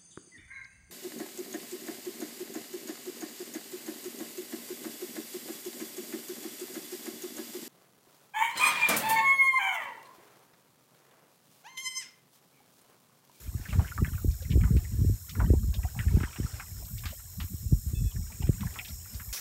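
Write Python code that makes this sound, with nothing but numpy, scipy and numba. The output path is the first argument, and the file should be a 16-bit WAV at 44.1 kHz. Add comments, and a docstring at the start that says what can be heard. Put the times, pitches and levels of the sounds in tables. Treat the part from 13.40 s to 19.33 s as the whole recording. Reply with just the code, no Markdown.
"""A canoe drifts down a river on a breezy day; a phone in the stern is buffeted by wind.
From the start, eddies thud over a turbulent rumble while water slaps and trickles along the hull and
off the paddle, as clusters of damped bubble tones with hiss. Thuds and slaps thin out after 3 s, a faint
harmonic squeak sounds at 4.5 s, and slaps return before 5 s. Throughout, insect choruses hiss from the
banks as throbbing bands of noise, with a chirping cricket and a faint bed of air noise."""
import sys
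import numpy as np
from scipy import signal
from scipy.fft import rfft, irfft
from scipy.io import wavfile
from scipy.ndimage import uniform_filter1d
from numba import njit

SR = 44100
rng = np.random.default_rng(int(sys.argv[2]) if len(sys.argv) > 2 else 0)


def transcribe(signal):
    """Save signal, clipped to [-1, 1], as a 16-bit WAV file at the path in sys.argv[1]."""
    frames = np.atleast_2d(signal).T
    limited = np.clip(frames, -1, 1)
    pcm = np.round(limited * 32767).astype(np.int16)
    wavfile.write(sys.argv[1], SR, pcm)


N = 261405
T = np.arange(N) / SR

# single eddies thudding on the port: start_s, level_db, pitch_hz (nominal), snap_db (relative to level_db)
EDDIES = [(0.071, -31, 78, -6), (0.145, -23.5, 103, -9), (0.195, -32.5, 102, -2.5), (0.321, -23.5, 76, -15),
          (0.354, -23.5, 147, -9), (0.382, -13, 101, -18), (0.5, -34.5, 110, -15), (0.581, -24, 76.5, -10),
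          (0.619, -15.5, 140, -5.5), (0.675, -31, 120, -3.5), (0.717, -25.5, 89, -10),
          (0.743, -24, 109, -29), (0.844, -21.5, 81, 2), (0.874, -18, 75, -26), (0.942, -31.5, 77.4, -29),
          (0.999, -32.5, 79.4, -20), (1.05, -31, 101, -14), (1.104, -18.5, 96.5, -13),
          (1.135, -18, 77, -8.5), (1.154, -19, 77.4, -0.5), (1.171, -15, 82, -3.8), (1.241, -16, 80, -15),
          (1.306, -14, 160, -29), (1.348, -13.5, 121, -14), (1.362, -17.5, 80, -4),
          (1.541, -27.5, 75, -4.5), (1.587, -26.5, 110, -2), (1.612, -16, 116, -11), (1.645, -16, 77, -5.5),
          (1.694, -19.5, 74, -3), (1.735, -29.5, 89, -7), (1.983, -23, 81.5, -6), (2.025, -16.5, 83, -11),
          (2.101, -12.5, 90, -1.8), (2.134, -14.5, 112, 0.8), (2.165, -19.5, 79, -56),
          (2.241, -21, 78, -11.5), (2.287, -18, 77, -19), (2.371, -20.5, 78, -44), (2.44, -21.5, 86, -17),
          (2.562, -29.5, 145, -36), (2.6, -24.5, 89, -25), (2.662, -20.5, 81, -9.5),
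          (2.737, -14, 80, -14.5), (2.77, -14, 187, -10), (2.807, -24.5, 110, -2.5),
          (2.832, -25.5, 78, 1.1), (2.982, -37, 137, 5.5), (2.997, -28.5, 135, 5.7),
          (3.041, -25.5, 128, -8), (3.129, -32, 98, -20), (3.546, -33.5, 79.5, -27), (3.652, -29, 80, -8),
          (3.989, -29.5, 75.4, -22), (4.038, -26.5, 89, -10.5), (4.136, -26.5, 118, -6.5),
          (4.254, -24.5, 94.2, -19), (4.323, -12, 140, -9.5), (4.462, -22.5, 81, -17),
          (4.531, -23.5, 117, -5.5), (4.563, -20, 78.1, -33), (4.619, -22.5, 80.7, -15),
          (4.651, -21, 78.5, -16), (4.756, -23, 103, -28), (4.795, -23.5, 80, -33), (5, -26, 124, -9.5),
          (5.032, -21.5, 78.6, -13), (5.09, -13, 146, -3.5), (5.217, -25, 121, -31),
          (5.251, -24.5, 91, -25), (5.522, -35, 72, -37), (5.744, -29.5, 74, -30), (5.87, -34.5, 72, -12)]
# slaps and drips: start_s, level_db (nominal), pitch_hz (first bubble), roughness (0 smooth, 1 rough)
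SLAPS = [(0.253, -28.5, 1750, 0.4), (0.287, -34, 2260, 0.5), (0.302, -30, 2750, 0.23),
         (0.329, -30, 1270, 0.82), (0.394, -26, 800, 0.85), (0.441, -30, 1500, 0.37),
         (0.465, -34.5, 1510, 0.66), (0.48, -31, 2150, 0.46), (0.515, -27.5, 1406, 0.1),
         (0.578, -20.5, 1210, 0.24), (0.647, -21.5, 1680, 0.37), (0.679, -36, 1670, 0.3),
         (0.734, -33.5, 1330, 0.4), (0.747, -36, 2500, 0.1), (0.776, -33, 1414, 0.29),
         (0.912, -36, 5130, 0.54), (1.015, -37, 505, 0.45), (1.021, -41, 3860, 0.9),
         (1.047, -35, 2070, 0.28), (1.103, -32.5, 2900, 0.5), (1.116, -28, 2650, 0.52),
         (1.199, -43, 730, 0.5), (1.209, -31.5, 2300, 0.4), (1.236, -27, 1420, 0.63),
         (1.277, -37, 1080, 0.7), (1.367, -34.5, 2500, 0.73), (1.444, -34.5, 2000, 0.15),
         (1.894, -30.5, 3460, 0.7), (1.951, -31, 1370, 0.54), (1.996, -26.5, 1430, 0.52),
         (2.002, -20.5, 900, 0.71), (2.035, -28.5, 920, 0.1), (2.134, -33.5, 763, 0.48),
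         (2.227, -43, 1224, 0.37), (2.341, -27.5, 3570, 0.54), (2.345, -40.5, 594, 0.46),
         (2.388, -39, 726, 0.44), (2.432, -31.5, 1930, 0.37), (2.447, -26.5, 728, 0.42),
         (2.551, -33.5, 790, 0.3), (2.572, -39, 880, 0.48), (2.591, -23.5, 1930, 0.52),
         (2.601, -26.5, 1710, 0.26), (2.679, -31, 1780, 0.52), (2.762, -37, 850, 0.7),
         (2.802, -29, 1320, 0.73), (2.832, -21.5, 1526, 0.58), (2.868, -32, 958, 0.2),
         (2.929, -36, 2320, 0.65), (2.959, -35, 1660, 0.87), (3.059, -32.5, 1300, 0.17),
         (3.12, -41, 4240, 0.56), (3.138, -37, 1720, 0.8), (3.197, -24, 1504, 0.64),
         (3.42, -35.5, 686, 0.25), (3.449, -38, 4400, 0.57), (3.581, -34.5, 3530, 0.71),
         (3.636, -33, 1580, 0.76), (3.656, -31, 2130, 1.09), (3.685, -37.5, 1930, 0.8),
         (3.706, -36, 2960, 0.63), (3.722, -36, 572, 0.4), (3.795, -43.5, 1370, 0.7),
         (3.931, -49, 890, 0.4), (4.001, -31.5, 1770, 1.01), (4.711, -36, 3200, 0.2),
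         (4.758, -38, 1740, 0.35), (4.898, -41, 904, 0.36), (4.92, -35, 2330, 0.3), (5.02, -33, 835, 0.3),
         (5.025, -29.5, 2820, 0.28), (5.069, -39.5, 1880, 0.72), (5.208, -35.5, 2130, 0.7),
         (5.229, -28.5, 1020, 0.13), (5.265, -29.5, 1730, 0.32), (5.301, -39, 1840, 0.33),
         (5.34, -41, 2360, 0.9), (5.357, -32.5, 1080, 0.81), (5.389, -21, 2460, 0.38),
         (5.448, -30, 3010, 0.47), (5.482, -33.5, 3700, 0.68), (5.505, -40, 2100, 0.47),
         (5.745, -34.5, 4600, 0.52), (5.655, -39.5, 1440, 0.53), (5.798, -31.5, 1640, 0.62)]


def amp(db):
    """Decibel definition: 20 dB is a factor of ten in amplitude."""
    return 10 ** (np.asarray(db) / 20)


def unit(x):
    """Normalisation to a root-mean-square value of 1."""
    return x / np.sqrt(np.mean(x ** 2))


def curves(table):
    """Linear interpolation: the columns after time, as one value per sample."""
    s, *columns = np.transpose(table)
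    return [np.interp(T, s, c) for c in columns]


def noise(lo_hz, hi_hz, order=2):
    """Subtractive synthesis: white noise through a band-pass filter, rms 1."""
    sos = signal.butter(order, [lo_hz, hi_hz], "band", fs=SR, output="sos")
    return unit(signal.sosfilt(sos, rng.standard_normal(N)))


def coloured(spectrum):
    """Spectral shaping: white noise weighted by (frequency_hz, density_db) points, rms 1."""
    hz, db = np.transpose(spectrum)
    f = np.maximum(np.fft.rfftfreq(N, 1 / SR), 1)
    gain = amp(np.interp(np.log(f), np.log(hz), db))
    return unit(irfft(rfft(rng.standard_normal(N)) * gain, N))


def walk(rate_hz):
    """Slow random modulation: levels held 1 / rate_hz seconds and smoothed twice, standard deviation 1."""
    hold = int(SR / rate_hz)
    steps = np.repeat(rng.standard_normal(N // hold + 1), hold)
    x = uniform_filter1d(uniform_filter1d(steps, hold), hold)[:N]
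    return x / x.std()


def around(events, level_db, rise_s, fall_s):
    """Addition of incoherent powers: each event adds a Gaussian rise and an exponential decay."""
    power = np.zeros(N)
    for s, db, *_ in events:
        i, j = max(int((s - 6 * rise_s) * SR), 0), int((s + 6 * fall_s) * SR)
        t = T[i:j] - s
        decay = np.where(t < 0, (t / rise_s) ** 2, 2 * t / fall_s)
        power[i:j] += amp(2 * (db + level_db) - 8.69 * decay)  # 8.69 dB is a factor e in amplitude
    return power


@njit
def bubbles(n, at, step, cycles, size, glide):
    """Bubble resonance: damped sines whose pitch rises as the bubble nears the surface."""
    out = np.zeros(n)
    for k in range(len(at)):
        w = step[k]  # radians per sample
        phase = 0.
        life = cycles[k] * 2 * np.pi / step[k]  # decay time in samples
        for j in range(min(int(5 * life), n - at[k])):
            phase += w
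            w *= 1 + glide / life
            attack = min(j / (.2 * life), 1.)
            out[at[k] + j] += size[k] * np.sin(phase) * np.exp(-j / life) * attack
    return out


def wind_rumble():
    """Turbulent pressure fluctuation: fluttering bands of noise, with a brighter balance in gusts."""
    # steady breeze between the eddies: time_s, rumble_db
    breeze = [(0.0, -47.5), (1.1, -49), (1.32, -40.5), (1.58, -36), (1.75, -71), (1.98, -31), (2.18, -43),
              (2.44, -54), (2.71, -35), (2.85, -57), (3.32, -41), (3.98, -48), (4.62, -47), (5.1, -43),
              (5.38, -49.5), (5.93, -49)]
    # quick, high eddies stir less rumble: -3 dB per octave above 80 Hz
    stirring = [(s, db - 3 * np.log2(hz / 80)) for s, db, hz, _ in EDDIES]
    stirred = around(stirring, level_db=-12.5, rise_s=0.021, fall_s=0.041)
    db = 10 * np.log10(amp(2 * curves(breeze)[0]) + stirred)
    low = noise(38.4, 105.6, order=3) * amp(db + 3.7 * walk(30))
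    # faster air sheds smaller eddies, so the upper bands grow more steeply
    middle = noise(109, 220, order=4) * amp(-49.5 + 1.49 * (db + 36.5) + 8.06 * walk(40))
    upper = noise(201, 454, order=5) * amp(-64 + 1.97 * (db + 35.5) + 4.45 * walk(60))
    return low + middle + upper


def eddy_thuds():
    """Vortex impact: each eddy is a short pressure swing that slows down, with a higher snap."""
    swing_cycles, snap_cycles = 1.36, 2.07  # nominal periods per unit of envelope time
    out = np.zeros(N)
    turns = rng.random((len(EDDIES), 2))  # starting phases in cycles
    for (s, level_db, hz, snap_db), (swing_turn, snap_turn) in zip(EDDIES, turns):
        i = int(s * SR)
        t = T[:min(round(.16 * SR), N - i)]
        x = t * hz / swing_cycles
        swing_phase = swing_turn + hz * t * (0.69 + 0.81 * np.exp(-x))
        swing = x ** 1.135 * np.exp(1 - x ** 2.9) * np.cos(2 * np.pi * swing_phase)
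        # a louder snap is higher: 0.025 octaves per dB
        snap_hz = 386.4 * 2 ** (.025 * (level_db + snap_db + 28.5))
        y = t * snap_hz / snap_cycles
        snap_phase = snap_turn + snap_hz * t * (0.54 + 1.24 * np.exp(-y))
        snap = y ** 3 * np.exp(1 - y ** 3) * np.cos(2 * np.pi * snap_phase)
        out[i:][:len(t)] += amp(level_db) * (swing + amp(snap_db) * snap)
    return out


def spray(white, t, hz, db, rough, length_s):
    """Broadband radiation: a noise band around the bubble pitch that starts hard and dies out."""
    edges = np.minimum(hz * 2 ** (1.123 * rough * np.array([-1, 1])), 9000)
    band = signal.butter(3, edges, "band", fs=SR, output="sos")
    hiss = unit(signal.sosfilt(band, white))[:len(t)]
    shape = 1.5 * np.exp(-t / 0.00054) + np.exp(-t / (0.46 * length_s))
    attack = np.minimum(t / 0.00019, 1)
    return amp(db - 25 + 16.67 * rough) * shape * attack * hiss


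def impact_tick(t, hz, db, rough):
    """Impulsive impact: a brief bright sine burst, disproportionately strong in hard slaps."""
    z = t * hz / 1.2
    tick = np.sin(2 * np.pi * 1.23 * hz * t) * z ** 2 * np.exp(1 - z ** 2)
    return amp(db - 3.5 + .6 * (db + 21.5) - 9.4 * rough) * tick


def splashes(count=7):
    """Air entrainment: a slap frees bubbles and spray; a rough one spreads wider, longer and hissier."""
    s, db, hz, rough = np.transpose(SLAPS)[:, :, None]
    late, off, weak, ring = np.moveaxis(rng.random((len(SLAPS), count, 4)), 2, 0)
    # the first bubble of each cluster has the tabled pitch
    late[:, 0], off[:, 0], weak[:, 0] = 0, .5, 0
    rough = np.clip(rough, .05, 1.3)
    length_s = 0.03 * (0.35 + 1.2 * rough)
    # big, low bubbles tend to close last
    pitch = np.clip(hz * 2 ** (rough * (1.56 * (off - .5) - 0.3 * late)), 300, 8000)
    # bubbles follow the impact by 5 ms or more
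    at = np.minimum((s + .005 + length_s * late) * SR, N - 1).astype(np.int64)
    size = amp(db - 7.5 - 12.0 * weak - 18 * late)
    cycles = (4 + 5 * ring) * (pitch / 1500) ** .6
    step = 2 * np.pi * pitch / SR
    out = bubbles(N, at.ravel(), step.ravel(), cycles.ravel(), size.ravel(), 0.013)
    for k, white in enumerate(rng.standard_normal((len(s), round(.16 * SR)))):
        i = int(s[k, 0] * SR)
        t = T[:min(len(white), N - i)]
        slap = hz[k, 0], db[k, 0], rough[k, 0]
        out[i:i + len(t)] += spray(white, t, *slap, length_s[k, 0]) + impact_tick(t, *slap)
    return out


def trickle(count=1500):
    """Superposed bubble resonances: unequal small bubbles in a smooth wash, stronger around the slaps."""
    # steady trickling along the hull: time_s, level_db (nominal)
    steady_level = [(0.0, -58), (0.3, -53.5), (0.46, -58), (0.86, -62.5), (1.34, -59), (1.75, -64),
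                    (2.08, -60), (2.28, -66.5), (2.77, -48.5), (3.02, -52.5), (3.38, -61), (4.46, -67.5),
                    (5.37, -54.5), (5.56, -64), (5.93, -57.5)]
    # relative spectrum of the trickle: frequency_hz, density_db (per hertz)
    tone_colour = [(450, -1), (750, -8.5), (1100, -7), (1700, -4.5), (2800, -10), (4600, -9), (8000, -12.5)]
    when, tone, loud, ring = rng.random((count, 4)).T
    hz, tone_db = np.transpose(tone_colour)
    pitch = 600 * 5.5 ** tone
    # pitches even in octaves thin out per hertz, so power is raised with pitch
    density_db = np.interp(np.log(pitch), np.log(hz), tone_db) + 10 * np.log10(pitch)
    size = amp(density_db + 10.5 * loud ** 3)
    cycles = (5 + 8 * ring) * (pitch / 1500) ** .5
    at = (when * N).astype(np.int64)
    grains = unit(bubbles(N, at, 2 * np.pi * pitch / SR, cycles, size, 0.016))
    wash = coloured(tone_colour) * amp(3.1 * walk(19))
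    steady = amp(2 * curves(steady_level)[0])
    # water running off after each slap
    runoff = around(SLAPS, level_db=-29.5, rise_s=0.0084, fall_s=0.05)
    return wash * np.sqrt(.6 * steady + .12 * runoff) + grains * np.sqrt(.3 * steady + .9 * runoff)


def squeak():
    """Harmonic series with a missing fundamental: a thin stack whose partials waver separately."""
    # partials of the squeak: harmonic_number, level_db (relative)
    partials = [(2, -11), (3, -5), (4, 0.5), (5, -12)]
    start_s, length_s, rise_s, fall_s = 4.545, .2, 0.0065, 0.059
    t = T - start_s
    sag = .1 * np.clip(.1 - t, -.1, .1)
    hz = 853 * (1 + sag + 0.004 * walk(86) + .007 * walk(25))
    phase = 2 * np.pi * np.cumsum(hz) / SR
    stack = sum(amp(db + 4 * walk(30)) * np.sin(round(k) * phase) for k, db in partials)
    # a 9 dB dip at 85 ms makes it swell twice
    db = -58 - 9 * np.exp(-((t - .085) / .025) ** 2)
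    envelope = np.clip(np.minimum(t / rise_s, (length_s - t) / fall_s), 0, 1)
    return stack * amp(db) * envelope


def insect_choruses():
    """Amplitude modulation: three noise bands, each of many singers, throb at a wavering rate."""
    # common swell of the choruses: time_s, level_db
    common_swell = [(0.0, -54.5), (0.66, -50.5), (2.53, -50.5), (2.62, -48), (2.77, -52.5), (2.95, -48.5),
                    (5.2, -48.5), (5.65, -47), (5.93, -48.5)]
    # choruses: low_hz, high_hz, throb_hz, throb_depth (0-1), flicker_db, share_db (relative), swell_db (own)
    singers = [(5050, 5857, 210, 0.23, 1.5, -10, 1.06), (6590, 8774, 58, 0.11, 1, -4, 0.4),
               (11090, 17600, 63, 0.36, 1.5, -2, 1.5)]
    out, db = 0, curves(common_swell)[0]
    for lo_hz, hi_hz, throb_hz, depth, flicker_db, share_db, swell_db in singers:
        beat = np.sin(2 * np.pi * np.cumsum(throb_hz * (1 + 0.0669 * walk(6.6))) / SR)
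        mid_hz = np.sqrt(lo_hz * hi_hz)
        # lower and higher singers flicker on their own
        lower = noise(lo_hz, mid_hz, order=4) * amp(flicker_db * walk(16))
        higher = noise(mid_hz, hi_hz, order=4) * amp(flicker_db * walk(16))
        out = out + unit(lower + higher) * (1 + depth * beat) * amp(db + share_db + swell_db * walk(4.22))
    return out


def lone_cricket():
    """Periodic amplitude modulation: half-wave pulses of a narrow noise band over a steady remainder."""
    # the cricket, a single row: centre_hz, width_hz, level_db (nominal), chirp_rate_hz
    cricket = (4211, 195, -74.5, 26.5)
    hz, width_hz, db, rate_hz = cricket
    chirp = 0.29 + np.maximum(np.sin(2 * np.pi * rate_hz * T), 0)
    return noise(hz - width_hz / 2, hz + width_hz / 2) * chirp * amp(db + 0.99 * walk(2.1))


def air_noise():
    """Coloured noise: a faint broadband bed with a slightly varying level."""
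    # relative spectrum of the air: frequency_hz, density_db (per hertz)
    air_spectrum = [(180, -36), (300, -46), (784, -20), (3100, -1.5), (4100, 9.5), (4610, 2), (5260, -18),
                    (6100, 9.5), (6970, 14.5), (7950, -27), (9540, 7.5), (12200, 8.5), (15700, 8.5)]
    return coloured(air_spectrum) * amp(-56.5 + .8 * walk(5))


def scene():
    """Linear superposition of all the sources, as one channel."""
    wind = wind_rumble() + eddy_thuds()
    water = splashes() + trickle()
    insects = insect_choruses() + lone_cricket()
    return (wind + water + squeak() + insects + air_noise())[None]


def record(dry):
    """Band limitation: the phone cuts the deepest bass and the top."""
    bass_cut = signal.butter(4, 42.2, "high", fs=SR, output="sos")
    top_cut = signal.ellip(18, .3, 80, 15700, fs=SR, output="sos")  # 0.3 dB ripple, 80 dB rejection
    return signal.sosfilt(top_cut, signal.sosfilt(bass_cut, dry))


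dry = scene()
out = record(dry)
transcribe(out)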